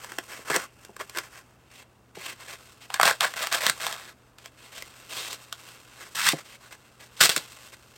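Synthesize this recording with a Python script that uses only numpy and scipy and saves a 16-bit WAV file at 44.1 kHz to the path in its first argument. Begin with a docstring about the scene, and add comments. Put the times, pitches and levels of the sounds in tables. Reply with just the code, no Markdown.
"""In a small, faintly humming workshop, a thin knife slices a hollow foam noodle on a matted bench, close by.
Bursting foam cells are random impulses convolved with damped modes of the cell wall and the hollow piece.
Strokes crackle in slips, snaps release at once, and both excite resonators for the thin blade.
Hands and sleeves rub the foam: grain noise through coloured filters and drifting resonances.
Bumps on the mat are damped bench modes; a short noise tail and one bench bounce form the room."""
import sys
import numpy as np
from scipy import signal
from scipy.fft import rfft, irfft
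from scipy.io import wavfile

SR = 44100
rng = np.random.default_rng(int(sys.argv[2]) if len(sys.argv) > 2 else 0)


def transcribe(signal):
    """Save signal, clipped to [-1, 1], as a 16-bit WAV file at the path in sys.argv[1]."""
    frames = np.atleast_2d(signal).T
    limited = np.clip(frames, -1, 1)
    pcm = np.round(limited * 32767).astype(np.int16)
    wavfile.write(sys.argv[1], SR, pcm)


N = 351473
T = np.arange(N) / SR  # time axis, t/s

# Levels in the tables are those of the source, ahead of the resonators and the room.
# room noise colour: f/Hz, level/dB
SHOP_COLOUR = [(20, -23), (45, -2), (70, 2), (150, -4.5), (220, -2), (700, -8.5), (1400, -12),
               (2800, -25.5), (8300, -27), (10500, -31.5), (16000, -32.5)]
# rustle of sleeves and grip: t/s, level/dB
RUSTLE_LEVEL = [(0, -46), (.6, -55.5), (.78, -59.5), (1.25, -57), (1.6, -65.5), (2.12, -69), (2.55, -49.5),
                (2.78, -60), (3.15, -50.5), (3.85, -44), (4.16, -64.5), (4.52, -63), (4.8, -52), (5.5, -49),
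                (6.1, -54), (6.9, -60), (7.55, -46.5), (7.75, -56.5)]
# rubbed foam colour: f/Hz, level/dB
RUB_COLOUR = [(150, -16), (350, -3.5), (550, -2), (800, -1.5), (1150, -0.5), (2000, -3), (2700, -3.5),
              (5000, -5), (6700, -7.5), (8300, -4), (10300, -16.5), (13000, -12), (16000, -19)]
# fingers or the flat of the blade sweep over the foam: start t/s, length t/s, level/dB, rasp f/Hz
SWEEPS = [ (0, 0.16, -46.5, 1710), (0.281, 0.16, -41.5, 1860), (0.448, 0.22, -35, 1500),
          (1.094, 0.2, -46.5, 1900), (1.297, 0.13, -48.5, 1710), (1.698, .14, -49.5, 2550),
          (2.148, 0.068, -44.5, 2400), (2.203, .14, -38, 2480), (2.37, 0.11, -47.5, 1900),
          (2.473, 0.089, -40.5, 2050), (2.804, 0.06, -47.5, 2510), (3.987, .15, -49.5, 1670),
          (4.378, 0.12, -53, 2800), (4.571, 0.14, -51.5, 2710), (4.714, 0.11, -42.5, 2610),
          (5.088, 0.21, -34.5, 3200), (5.293, 0.072, -39, 4150), (5.949, .15, -46.5, 1700),
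          (6.351, 0.073, -43.5, 1600), (6.442, 0.13, -47.5, 2680), (6.598, .1, -52, 1400),
          (6.707, .05, -44.5, 1900), (6.994, 0.056, -47, 2120), (7.165, 0.25, -36, 4200),
          (7.406, .06, -48.5, 3430), (7.72, 0.029, -45.5, 1830)]
# foam under the edge, cut by cut: from t/s, wall ring f/Hz, crispness level/dB, body f/Hz, cell rate/(1/s)
FOAM_CUTS = [(0, 1117, -4, 348, 3300), (2.8, 1090, -3, 720, 1600), (3.32, 1170, 1.5, 676, 1000),
             (6.1, 1264, 4, 1035, 6000), (7.1, 1340, 14.5, 724, 8600)]
# foam wall around the cut: multiple of its ring frequency, level/dB, t60/s
WALL_MODES = [(1, 1, 0.0057), (1.13, -7, 0.015), (1.48, 1, 0.008), (2, 2.5, 0.0027), (3.1, -11.5, 0.0073)]
# the whole hollow piece: multiple of its body frequency, level/dB, t60/s
PIECE_MODES = [(1, 0, 0.022), (1.9, -4, 0.022)]
# direct tick of a bursting cell, colour: f/Hz, level/dB
BURST_COLOUR = [(120, 0), (400, -1), (800, -12.5), (1500, -0.5), (2600, -1.5), (3600, 0), (5200, -2.5),
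                (6500, -7), (8300, -2), (10000, -14.5), (12300, -10.5), (16000, -15)]
# the blade jerks through a tough cell wall: t/s, peak level/dB, crispness over that of the cut, level/dB
WALL_SNAPS = [ (0.046, -19, 6), (.12, -20.5, 6), (.186, -10.5, 0), (0.502, -11, 3.5), (0.547, -24, -13),
              (0.563, -1.5, 9.5), (.85, -23, 15), (0.966, -23.5, 6), (1.097, -19.5, 17), (1.173, -12, 6),
              (1.186, -7.5, 5), (2.903, -23, -8), (2.942, -6, 5), (2.999, -1.5, -7), (3.0139, -3.5, 2),
              (3.0318, -0.5, 0.5), (3.0554, -1.5, -1), (3.078, -4, 0.5), (3.111, -9, -2), (3.208, -.5, 3.5),
              (3.339, -23, -4), (3.4712, -10.5, 4), (3.527, -5.5, 9), (3.666, 1, 3.5), (3.698, -1, 9),
              (3.867, -12, -4), (3.927, -14.5, -2.5), (4.385, -29.5, 0), (4.459, -25, -2),
              (4.824, -19.5, 6), (5.33, -15.5, 13), (5.527, -12, 4), (6.156, -18, 30.5), (6.289, 0.5, 6),
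              (7.21, 4, 1), (7.3783, -9, 15)]
# thin blade, damped by the foam around it: f/Hz, level/dB, t60/s
STEEL_MODES = [(3400, -9, 0.14), (3440, -12.5, 0.12), (5560, -10, 0.059), (8064, -4, 0.36)]
# soft bumps on the mat: t/s, peak level/dB, pitch f/Hz
MAT_BUMPS = [(0.391, -37, 270), (.503, -21, 316), (0.563, -23, 354), (0.893, -36, 402), (2.171, -31, 373),
             (6.334, -17.5, 315), (7.369, -23.5, 321)]
# bench under the mat: multiple of the bump pitch, level/dB, t60/s
MAT_BENCH_MODES = [(.49, -9, 0.077), (1, 4, 0.026), (1.3, 1, 0.019), (1.72, -4, 0.032), (2.2, 6.5, 0.014)]
# strokes of the blade: start t/s, push t/s, release t/s, level/dB at the end of the push,
# rise over the push, level/dB (negative: it falls)
BLADE_STROKES = [ (.498, .075, 0.011, -25, 2), (0.992, 0.021, 0.034, -33.5, 1),
                 (1.147, 0.043, 0.032, -33, 6), (2.91, 0.049, 0.17, -38, 11),
                 (3.027, 0.068, 0.074, -20.5, 1.5), (3.205, 0.033, 0.084, -20, 13),
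                 (3.36, 0.079, 0.073, -26, 10.5), (3.513, 0.02, 0.13, -22, 10.5),
                 (3.604, 0.088, .025, -26, 4), (3.799, 0.1, 0.31, -36, -1.5), (6.148, 0.049, 0.2, -25, 10),
                 (6.228, 0.06, .045, -17.5, 12), (6.301, 0.024, 0.019, -26, 12),
                 (7.204, 0.0555, 0.032, -16, -3), (7.292, 0.011, 0.077, -24, -14.5),
                 (7.362, 0.0035, 0.022, -20, -12)]


def amp(db):
    """Level to amplitude: 20 dB is a factor of ten."""
    return 10 ** (np.asarray(db) / 20)


def unit(x):
    """Normalisation to unit rms."""
    return x / np.sqrt(np.mean(x ** 2))


def add(out, s, x):
    """Superposition: mix x into out from time s on."""
    i = max(int(s * SR), 0)
    out[i:i + len(x)] += x[:max(len(out) - i, 0)]


def cut(x, hz, kind, order=2):
    """Butterworth filtering, maximally flat in the low- or high-pass band."""
    return signal.sosfilt(signal.butter(order, hz, kind, fs=SR, output="sos"), x)


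def band(x, hz, width):
    """Second-order resonance; its bandwidth is a share of its frequency."""
    return signal.lfilter(*signal.iirpeak(hz, 1 / width, fs=SR), x)


def response(points, size=512):
    """Minimum phase by cepstral folding: a causal, unit-energy response with a given (Hz, dB) colour."""
    hz, db = np.transpose(points)
    f = np.maximum(np.fft.rfftfreq(size, 1 / SR), 1)
    colour_db = np.interp(np.log(f), np.log(hz), db)
    cepstrum = irfft(np.log(amp(colour_db)))
    cepstrum[1:size // 2] *= 2
    cepstrum[size // 2 + 1:] = 0
    h = irfft(np.exp(rfft(cepstrum)))
    return h / np.linalg.norm(h)


def ring(modes, hz, scatter, size=4096):
    """Modal superposition: damped sines whose pitch and sign depend on the spot hit; unit energy."""
    t = T[:size]
    h = np.zeros(size)
    for multiple, db, t60 in modes:
        sign = rng.choice([-1, 1])
        mode_hz = hz * multiple * (1 + scatter * rng.standard_normal())
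        decay = np.exp(-np.log(1000) * t / t60)
        h += sign * amp(db) * decay * np.sin(2 * np.pi * mode_hz * t)
    return h / np.linalg.norm(h)


def walk(rate, n):
    """Random modulation: straight lines between Gaussian values, rate of them a second."""
    steps = rng.standard_normal(4096)
    return np.interp(T[:n] * rate, np.arange(len(steps)), steps)


def crackle(n, rate, spread_db):
    """Shot noise: tiny ruptures at random moments, rate a second, with widely scattered sizes; rms 1."""
    happens = rng.random(n) < rate / SR
    size_db = spread_db * np.clip(rng.standard_normal(n), -2, 2)
    return unit(happens * amp(size_db) * rng.choice([-1, 1], n))


def foam_at(s):
    """Local foam properties: ring Hz, crispness dB, body Hz and cell rate of the cut at time s."""
    return [row[1:] for row in FOAM_CUTS if row[0] <= max(s, FOAM_CUTS[0][0])][-1]


def rubbed(grains, tilt_db):
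    """Source-filter principle: grains take the colour of rubbed foam, tilted in dB per octave."""
    colour = [(hz, db + tilt_db * np.log2(hz)) for hz, db in RUB_COLOUR]
    return signal.fftconvolve(grains, response(colour))[:len(grains)]


def rupture(hz, crisp_db, body_hz, body_db=-8.5):
    """Impulse response of one bursting cell: direct tick, wall ring and hollow note of the piece."""
    h = ring(WALL_MODES, hz, scatter=0.059, size=1024)
    h += amp(body_db) * ring(PIECE_MODES, body_hz, scatter=0.094, size=1024)
    add(h, 0, amp(crisp_db) * response(BURST_COLOUR))
    # a piece radiates little below its body note; some bass reaches the bench through the hand
    radiated = cut(h, 0.73 * body_hz, "highpass", order=4)
    through_hand = amp(-7.5) * cut(band(h, 165, 0.55), 140, "highpass")
    return radiated + through_hand


def workshop(air_db=-60, hum_hz=121.7, hum_db=-64.5):
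    """Stationary noise and amplitude modulation: steady coloured air under a slightly wavering mains hum."""
    air = unit(signal.fftconvolve(rng.standard_normal(N), response(SHOP_COLOUR, size=8192))[:N])
    hum = np.sqrt(2) * np.sin(2 * np.pi * hum_hz * T)
    waver = amp(0.9 * walk(1.8, N))
    return amp(air_db) * air + amp(hum_db) * waver * hum


def rustle(sleeve_hz=2750, sleeve_tilt_db=0.38, rasp_db=-2.5, drift_db=4, rasp_width=0.16,
           flutter_db=2, touch_db=2, light_db=-56, dulling=0.44, treble_hz=3200, treble_flicker_db=1.5):
    """Friction of light touches: sleeves and grip with a drifting rasp, duller when faint."""
    flutter = amp(flutter_db * walk(100, N) + touch_db * walk(16, N))
    cloth = rubbed(crackle(N, rate=5000, spread_db=7) * flutter, sleeve_tilt_db)
    rasp = np.zeros(N)
    for hz in (sleeve_hz / 2, sleeve_hz):
        rasp += amp(rasp_db + drift_db * walk(5.8, N)) * band(cloth, hz, rasp_width)
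    cloth = unit(cut(cloth + rasp, 140, "highpass"))
    db = np.interp(T, *np.transpose(RUSTLE_LEVEL))
    # below light_db the treble drops by a further dulling dB per dB
    treble_db = dulling * np.minimum(db - light_db, 0) + treble_flicker_db * walk(30, N)
    low = cut(cloth, treble_hz, "lowpass", order=3)
    treble = cut(cloth, treble_hz, "highpass", order=3)
    return amp(db) * (low + amp(treble_db) * treble)


def handling(rub_hz=2300, tilt_db=0.9, rasp_db=2, rasp_width=0.37, glide=0.12, swell=0.26):
    """Stick-slip friction: skin catches on open cells in uneven sweeps, brighter when the rasp is higher."""
    out = np.zeros(N)
    unevenness = amp(3.3 * walk(110, N) + 1.0 * walk(26, N))
    grains = crackle(N, rate=4900, spread_db=4.0) * unevenness
    for start, length, db, rasp_hz in SWEEPS:
        grip = grains[max(int(start * SR), 0):][:int(length * SR)]
        # treble tilt grows by tilt_db for each octave of rasp above rub_hz
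        rub = rubbed(grip, tilt_db * np.log2(rasp_hz / rub_hz))
        # the rasp rises in pitch as the slide speeds up, and sinks as it stops
        speed = np.hanning(len(rub))
        slow = band(rub, rasp_hz * (1 - glide), rasp_width)
        fast = band(rub, rasp_hz * (1 + glide / 2), rasp_width)
        rub = rub + amp(rasp_db) * ((1 - speed) * slow + speed * fast)
        add(out, start, amp(db) * speed ** swell * unit(rub))
    return cut(out, 106, "highpass")


def noodle(x, until_s=1.6, dip_hz=3850, dip_width=0.36, dip_depth=0.45):
    """Absorption: the long noodle in hand soaks up upper mids, so it is duller than the cut pieces."""
    in_hand = np.clip((until_s - T) / .1, 0, 1)
    return x - dip_depth * in_hand * band(x, dip_hz, dip_width)


def snaps(lead_s=.006, creak_db=-20):
    """Sudden release of strain: cells creak, the tough wall gives way at once, neighbours follow."""
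    out = np.zeros(N)
    n, give_way = SR // 20, int(lead_s * SR)
    time_constant = np.where(T[:n] < lead_s, .0014, .003)
    strain = np.exp(-np.abs(T[:n] - lead_s) / time_constant)
    for s, db, sharp_db in WALL_SNAPS:
        hz, crisp_db, body_hz, _ = foam_at(s)
        cells = amp(creak_db) * crackle(n, rate=4000, spread_db=3.5) * strain
        cells[give_way] = 1
        sound = signal.fftconvolve(cells, rupture(hz, crisp_db + sharp_db, body_hz))
        add(out, s - lead_s, amp(db) * sound / np.abs(sound).max())
    return out


def blade(x):
    """Resonance: the bursting cells also set the steel ringing faintly."""
    steel = np.zeros(N)
    for hz, db, t60 in STEEL_MODES:
        width = np.log(1000) / (np.pi * t60 * hz)  # bandwidth that gives this decay
        steel += amp(db) * band(x, hz, width)
    return x + steel


def bumps():
    """Soft impact: blade or foam meets the mat, a slow push that excites damped bench modes."""
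    out = np.zeros(N)
    for s, db, hz in MAT_BUMPS:
        thud = ring(MAT_BENCH_MODES, hz, scatter=0.014)
        push = 1 - np.exp(-T[:len(thud)] / 0.0042)
        thud = cut(thud * push, 140, "highpass")
        add(out, s, amp(db) * thud / np.abs(thud).max())
    return out


def slicing(slip_s=.0065, slip_db=1.57, cluster_s=0.0084, tough_share=0.23, tough_db=-5, count=48,
            bite_s=0.0027, release_db=29):
    """Stick-slip fracture: uneven slips burst clusters of cells, some led by a tough one, till force lets go."""
    out, m = np.zeros(N), SR // 30
    # every piece rings a little differently from spot to spot
    spots = {}
    for row in FOAM_CUTS:
        hz, crisp_db, body_hz, _ = foam = row[1:]
        spots[foam] = [unit(rupture(hz, crisp_db + 2 * rng.standard_normal(), body_hz)) for _ in range(count)]
    for start, push_s, release_s, db, build_db in BLADE_STROKES:
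        foam = foam_at(start)
        t = T[:int((push_s + release_s) * SR)]
        sound, s = np.zeros(len(t)), 0
        for spot in rng.permutation(count):
            cells = unit(crackle(m, rate=foam[-1], spread_db=4.0) * np.exp(-T[:m] / cluster_s))
            tough = rng.random() < tough_share
            cells[0] += tough * amp(tough_db) * np.linalg.norm(cells)
            strength = amp(slip_db * rng.standard_normal())
            if s < t[-1]:
                add(sound, s, strength * signal.fftconvolve(cells, spots[foam][spot]))
            s += slip_s * (.5 + rng.random())  # slip_s is the mean interval
        force_db = np.interp(t, [0, push_s, push_s + release_s], [-build_db, 0, -release_db])
        bite = np.minimum(t / bite_s, 1)
        add(out, start, amp(db + force_db) * bite * unit(sound))
    return out


def room(x, t60=0.1, wet_db=-14, bench_db=-14, bench_s=.0019):
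    """Reflection and reverberation: one quick bench bounce and the short tail of a cluttered room."""
    t = T[:SR // 2]
    decay = np.exp(-np.log(1000) * t / t60)
    onset = 1 - np.exp(-t / 0.0042)
    tail = cut(rng.standard_normal(len(t)) * decay * onset, 9800, "lowpass", order=1)
    h = amp(wet_db) * tail / np.linalg.norm(tail)
    h[0] += 1  # direct sound
    add(h, bench_s, amp([bench_db]))
    return signal.fftconvolve(x, h)[:N]


def scene():
    """Superposition of all the work on the bench, heard in the room over its steady noise."""
    floor = workshop()
    touches = rustle() + handling()
    cutting = blade(snaps() + slicing())
    foam = noodle(touches + cutting)
    return (room(foam + bumps()) + floor)[None]


def record(dry, top_hz=15900):
    """Amplitude and band limiting: clipping at full scale, then a steep elliptic low-pass."""
    low_pass = signal.ellip(10, .2, 70, top_hz, fs=SR, output="sos")
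    return signal.sosfilt(low_pass, np.clip(dry, -1, 1))


dry = scene()
out = record(dry)
transcribe(out)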